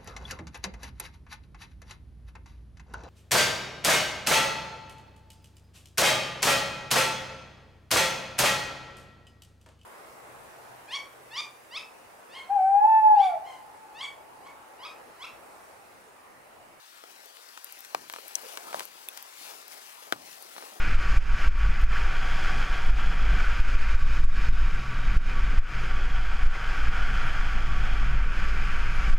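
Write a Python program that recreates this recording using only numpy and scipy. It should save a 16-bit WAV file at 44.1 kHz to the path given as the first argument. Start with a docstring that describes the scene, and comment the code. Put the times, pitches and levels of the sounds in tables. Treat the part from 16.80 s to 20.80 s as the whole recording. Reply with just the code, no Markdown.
"""Raincoat in a rainy forest

Light rain hisses among the trees while, close to a microphone pair, someone pulls a rubberised
raincoat over a rain jacket. The cloth crumples and slides in swells, creases snap, drops and fasteners
tick, and the loose coat slaps three times. An arm sounds the hollow of a sleeve; a press stud clinks.
The right side of the pair is duller and shifted in phase."""
import sys
import numpy as np
from scipy import signal
from scipy.fft import rfft, irfft
from scipy.io import wavfile
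from scipy.ndimage import uniform_filter1d

SR = 44100
rng = np.random.default_rng(int(sys.argv[2]) if len(sys.argv) > 2 else 0)


def put_to_file(sound):
    """Save the sound as 16-bit audio at rate SR, in the file named by the first command-line argument."""
    columns = np.atleast_2d(sound).T  # one column per channel
    safe = np.clip(columns, -1, 1)
    whole_steps = np.round(safe * 32767)
    wavfile.write(sys.argv[1], SR, whole_steps.astype(np.int16))


N = 176400
CLICK_SAMPLES = 4096
HZ, CLICK_HZ = np.fft.rfftfreq(N, 1 / SR), np.fft.rfftfreq(CLICK_SAMPLES, 1 / SR)

# Spectrum of each source: f/Hz, relative level/dB
RAIN_SPECTRUM = [(25, -39), (200, -24.5), (850, -4), (1500, -5.5), (2000, -9), (4500, -9.5), (7500, -15),
                 (15500, -18)]
CRUMPLE_SPECTRUM = [(25, -26.5), (80, -38), (170, -15.5), (400, -0.5), (800, 2.5), (1300, -5), (2000, -14),
                    (16000, -52)]
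SLIDE_SPECTRUM = [(100, -27), (900, 0.5), (2600, 3), (3500, -1), (5200, 1.5), (7500, -2.5), (10000, -0.5),
                  (15500, -4.5)]
CREASE_SPECTRUM = [(60, -60), (250, -7.5), (1000, 7.5), (2700, 2), (6000, -5), (16000, -12.5)]
TICK_SPECTRUM = [(100, -28), (700, -18), (6000, 13.5), (16000, 13)]
SLAP_SPECTRUM = [(40, -68), (150, -19.5), (310, -4.5), (750, 1), (2000, -10.5), (5800, -16.5),
                 (8500, -22.5), (16000, -24)]
# Swells of cloth crumpling and of cloth sliding on cloth: t/s, level/dB
CRUMPLE_SWELLS = [(.22, -66), (.26, -57), (.7, -63.5), (1.25, -58), (1.82, -52), (1.935, -47.5),
                  (2.01, -43.5), (2.1, -63), (2.24, -55), (2.5, -63.5), (2.69, -54), (2.84, -65),
                  (2.93, -56.5), (3.16, -61), (3.25, -53.5), (3.52, -57), (3.74, -55.5), (3.79, -52.5),
                  (4, -52)]
SLIDE_SWELLS = [(.22, -62), (.29, -52.5), (.6, -58), (.87, -51.5), (1.25, -52.5), (1.63, -45.5),
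                (1.83, -48.5), (2.0, -41), (2.1, -54.5), (2.23, -51), (2.54, -50), (2.62, -44),
                (2.71, -42.5), (2.85, -53.5), (2.92, -46.5), (3.28, -51.5), (3.38, -55.5), (3.53, -46.5),
                (3.6, -51), (3.8, -47), (4, -51.5)]
# Creases snapping: t/s, relative level/dB, treble/dB, shiver/dB (low is a clean pop, high a rasp)
CREASE_SNAPS = [(0.2384, -46.5, -28, -3), (.568, -47, 1, 13), (0.7747, -41.5, 0, 5), (1.048, -44.5, 22, 11),
                (1.2989, -37.5, 2, -19), (1.3373, -37, -1, -2), (1.362, -40, -13, -19),
                (1.386, -44, -29, -1), (1.508, -52, -29, -3), (1.7733, -34, 0, 0), (1.9295, -39, -17, -2),
                (1.9955, -34, 20, -7), (2.006, -36.5, -14, -16), (2.023, -51, 5, 0), (2.3736, -39.5, 42, 6),
                (3.7647, -44.5, -28, -19), (3.780, -42, -19, 25), (3.8246, -44.5, -27, -27)]
# Drops and fasteners striking the coat: t/s, relative level/dB, ring f/Hz
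COAT_TICKS = [(0.4584, -50, 11500), (0.6886, -53.5, 4530), (0.8447, -40, 12000), (0.924, -44.5, 12900),
              (.9915, -49, 14200), (1.006, -48, 12500), (1.3261, -45, 12600), (1.481, -43, 12900),
              (1.5537, -30, 5840), (1.5548, -41.5, 3150), (1.5555, -35.5, 8100), (2.0535, -43, 12200),
              (2.2868, -39, 11200), (2.426, -46, 12500), (2.8808, -47.5, 13700), (3.625, -46, 11500)]
# Loose coat slapping taut three times; the last row is the third slap's ground echo:
# t/s, relative level/dB, treble/dB, ring f/Hz, ring lift/dB
SLAPS_AND_ECHO = [(1.1475, -27.5, 2, 1200, 7.5), (1.9440, -31.5, -11, 610, -2),
                  (3.3241, -24.5, 1, 1540, 6.5), (3.3328, -41.5, -9, 1490, 12)]
# Hollow of the sleeve as the arm pushes in: t/s, resonance f/Hz, level/dB
SLEEVE_HOLLOW = [(1.609, 850, -60), (1.662, 395, -50.5), (1.70, 860, -60), (1.755, 560, -52.5),
                 (1.871, 910, -58), (1.89, 1340, -45), (1.95, 1210, -50)]
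# Modes of the press stud: f/Hz, level/dB
STUD_RING = [(2550, -32), (3450, -31.5)]
# Likeness of the two microphones: f/Hz, shared fraction of power
PAIR_LIKENESS = [(40, .1), (150, 0.55), (900, 0.93), (2000, 0.64), (8000, 0.13)]
# Balance of the pair: f/Hz, left over right/dB
PAIR_BALANCE = [(550, 1.3), (2400, 4.7), (6000, 10.3), (15000, 10.1)]
# Phase of the pair: f/Hz, lead of the right side/rad
RIGHT_LEAD = [(40, .1), (400, 1.56), (1000, 1.84), (15000, 1.63)]


def amp(db):
    """Decibels to gain."""
    return 10 ** (np.asarray(db) / 20)


def unit(x):
    """Scales to rms 1."""
    return x / np.sqrt(np.mean(x ** 2) + 1e-20)


def read(points, hz):
    """Reads a spectrum table on a log-frequency axis."""
    f, value = np.transpose(points)
    return np.interp(np.log(hz + 1), np.log(f + 1), value)


def add(mix, s, sound):
    """Adds a sound to both channels at time s."""
    part = mix[:, round(s * SR):][:, :sound.shape[1]]
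    part += sound[:, :part.shape[1]]


def minimum_phase(gain):
    """Spectrum of the quickest click with the given magnitudes."""
    log_gain = np.log(np.maximum(gain / gain.max(), 1e-5))
    mirrored = np.r_[log_gain, log_gain[-2:0:-1]]
    return gain.max() * np.exp(np.conj(signal.hilbert(mirrored)))[:len(gain)]


def wander(rate_hz):
    """Slow random curve of rms 1."""
    return unit(irfft(rfft(rng.standard_normal(N)) / (1 + (HZ / rate_hz) ** 2), N))


def grains(spectrum, per_s, spread_db, hiss_share):
    """Tiny clicks over a smooth hiss, partly shared by both microphones."""
    shape = (3, N)  # shared, left, right
    clicks = (rng.random(shape) < per_s / SR) * rng.choice([-1, 1], shape)
    sizes = amp(spread_db * np.minimum(rng.exponential(1, shape), 4))
    hiss = rng.standard_normal(shape)
    texture = rfft(np.sqrt(1 - hiss_share) * unit(clicks * sizes) + np.sqrt(hiss_share) * hiss)
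    likeness = read(PAIR_LIKENESS, HZ)
    pair = np.sqrt(likeness) * texture[0] + np.sqrt(1 - likeness) * texture[1:]
    return unit(irfft(pair * minimum_phase(amp(read(spectrum, HZ))), N))


def click(colour, shiver_s, shiver_db, tail_s, tail_db, lag_s, lag_corner_hz=2500):
    """One snap, a brief shiver of cloth and a faint scatter from the surroundings, in one colour."""
    t = np.arange(CLICK_SAMPLES) / SR
    shiver = rng.standard_normal(len(t)) * np.exp(-t / shiver_s) * (1 - np.exp(-2 * t / shiver_s))
    tail = rng.standard_normal((2, len(t))) * np.exp(-t / tail_s)
    drive = (t == 0) + amp(shiver_db) * shiver / np.linalg.norm(shiver)
    drive = drive + amp(tail_db) * tail / np.linalg.norm(tail[0])
    # Bending waves carry the bass more slowly than the treble
    lag = np.exp(-2j * np.pi * lag_s * lag_corner_hz * np.log1p(CLICK_HZ / lag_corner_hz))
    response = irfft(minimum_phase(unit(colour)) * lag)
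    return signal.fftconvolve(drive / np.linalg.norm(drive[0]), response[None], axes=1)


def resonance(hz, q, lift_db):
    """Gain curve of one resonance in a click."""
    return 1 + amp(lift_db) / np.hypot(1, q * (CLICK_HZ / hz - hz / (CLICK_HZ + 1)))


def treble_shelf(db, corner_hz=1500):
    """Gain curve that brightens or dulls a click."""
    return amp(db * CLICK_HZ / (CLICK_HZ + corner_hz))


def rain(level_db=-52.5):
    """Fine, even rain on the leaves and ground all around."""
    patter = grains(RAIN_SPECTRUM, per_s=500, spread_db=0, hiss_share=0.87)
    return amp(level_db + .5 * wander(rate_hz=6)) * patter


def rustle():
    """Close up, the coat crumples in coarse low grains and slides in fine bright ones, both unevenly."""
    t = np.arange(N) / SR
    crumple_db = np.interp(t, *np.transpose(CRUMPLE_SWELLS)) + 2.6 * wander(rate_hz=45)
    crumple = grains(CRUMPLE_SPECTRUM, per_s=350, spread_db=3, hiss_share=0.57)
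    slide_db = np.interp(t, *np.transpose(SLIDE_SWELLS)) + 1.29 * wander(rate_hz=20)
    slide = grains(SLIDE_SPECTRUM, per_s=2500, spread_db=5.5, hiss_share=0.63)
    return amp(crumple_db) * crumple + amp(slide_db) * slide


def shifting_folds(sound, depth_db):
    """Folds change shape, so narrow peaks and dips drift through the sound."""
    frames = signal.stft(sound, nperseg=1024, noverlap=768)[2]
    drift = rng.standard_normal(frames.shape[1:])
    for _ in range(2):
        drift = uniform_filter1d(drift, size=6, axis=0)  # across frequency
        drift = uniform_filter1d(drift, size=11, axis=1)  # across time
    gain = unit(amp(depth_db * unit(drift)))
    return signal.istft(frames * gain, nperseg=1024, noverlap=768)[1][:, :N]


def creases(gain_db=26):
    """Stiff folds pop through, cleanly or with a rasp, each with its own share of treble."""
    out = np.zeros((2, N))
    for s, db, treble_db, shiver_db in CREASE_SNAPS:
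        colour = amp(read(CREASE_SPECTRUM, CLICK_HZ)) * treble_shelf(treble_db)
        pop = click(colour, shiver_s=.002, shiver_db=shiver_db, tail_s=.007, tail_db=-9, lag_s=.0003)
        add(out, s, amp(db + gain_db) * pop)
    return out


def ticks(gain_db=28):
    """Drops and fasteners strike the coat in bright ticks with a very short ring."""
    out = np.zeros((2, N))
    for s, db, hz in COAT_TICKS:
        colour = amp(read(TICK_SPECTRUM, CLICK_HZ)) * resonance(hz, q=8, lift_db=21)
        tick = click(colour, shiver_s=.0007, shiver_db=0, tail_s=.004, tail_db=-6, lag_s=.0007)
        add(out, s, amp(db + gain_db) * tick)
    return out


def slaps(gain_db=28, flutter_db=-28, flutter_s=0.079, flutter_hz=220):
    """The coat pulls taut with a dull, ringing crack, then flutters; the third echoes off the ground."""
    out, t = np.zeros((2, N)), np.arange(SR // 4) / SR
    band = signal.butter(2, [flutter_hz / 2, flutter_hz * 2], "band", fs=SR, output="sos")
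    for s, db, treble_db, hz, ring_db in SLAPS_AND_ECHO:
        ring = resonance(hz, q=12, lift_db=ring_db) * resonance(2 * hz, q=12, lift_db=ring_db - 4)
        colour = amp(read(SLAP_SPECTRUM, CLICK_HZ)) * treble_shelf(treble_db) * ring
        crack = click(colour, shiver_s=.0011, shiver_db=-3, tail_s=.007, tail_db=-10, lag_s=.0009)
        add(out, s, amp(db + gain_db) * crack)
        flutter = unit(signal.sosfilt(band, rng.standard_normal(len(t)))) * np.exp(-t / flutter_s)
        add(out, s, amp(db + flutter_db) * flutter[None])
    return out


def sleeve(width_hz=110):
    """Friction sounds the hollow of the sleeve, whose pitch moves as it opens and folds."""
    t = np.arange(N) / SR
    s, hz, db = np.transpose(SLEEVE_HOLLOW)
    carrier = np.exp(2j * np.pi * np.cumsum(np.interp(t, s, hz)) / SR)
    pole = np.exp(-np.pi * width_hz / SR)
    friction = rng.standard_normal(N)
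    hollow = carrier * signal.lfilter([1], np.poly([pole, pole]), friction / carrier)
    swell = uniform_filter1d(np.interp(t, s, amp(db), left=0, right=0), size=400)
    return unit(hollow.real) * swell


def stud(at_s=2.2868, t60_s=0.021):
    """A metal press stud clinks once, ringing briefly in two modes."""
    out, t = np.zeros((2, N)), np.arange(CLICK_SAMPLES) / SR
    ring = sum(amp(db) * np.cos(2 * np.pi * hz * t) for hz, db in STUD_RING)
    decay = np.exp(-np.log(1000) * t / t60_s)
    add(out, at_s, (ring * decay)[None])
    return out


def scene():
    """Forest rain all around, the moving raincoat close by."""
    wash = shifting_folds(rain() + rustle(), depth_db=1.9)
    return wash + sleeve() + slaps() + creases() + ticks() + stud()


def record(dry):
    """A close microphone pair: the right is duller and leads in phase; both cut off near 16 kHz."""
    right_gain = amp(-read(PAIR_BALANCE, HZ))
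    right = right_gain * np.exp(1j * read(RIGHT_LEAD, HZ))
    equal_power = np.sqrt(2 / (1 + right_gain ** 2))
    pair = np.array([np.ones(len(HZ)), right]) * equal_power
    lowpass = signal.firwin(511, 15950, window=("kaiser", 9), fs=SR)
    return signal.oaconvolve(irfft(rfft(dry) * pair, N), lowpass[None], "same")


dry = scene()
out = record(dry)
put_to_file(out)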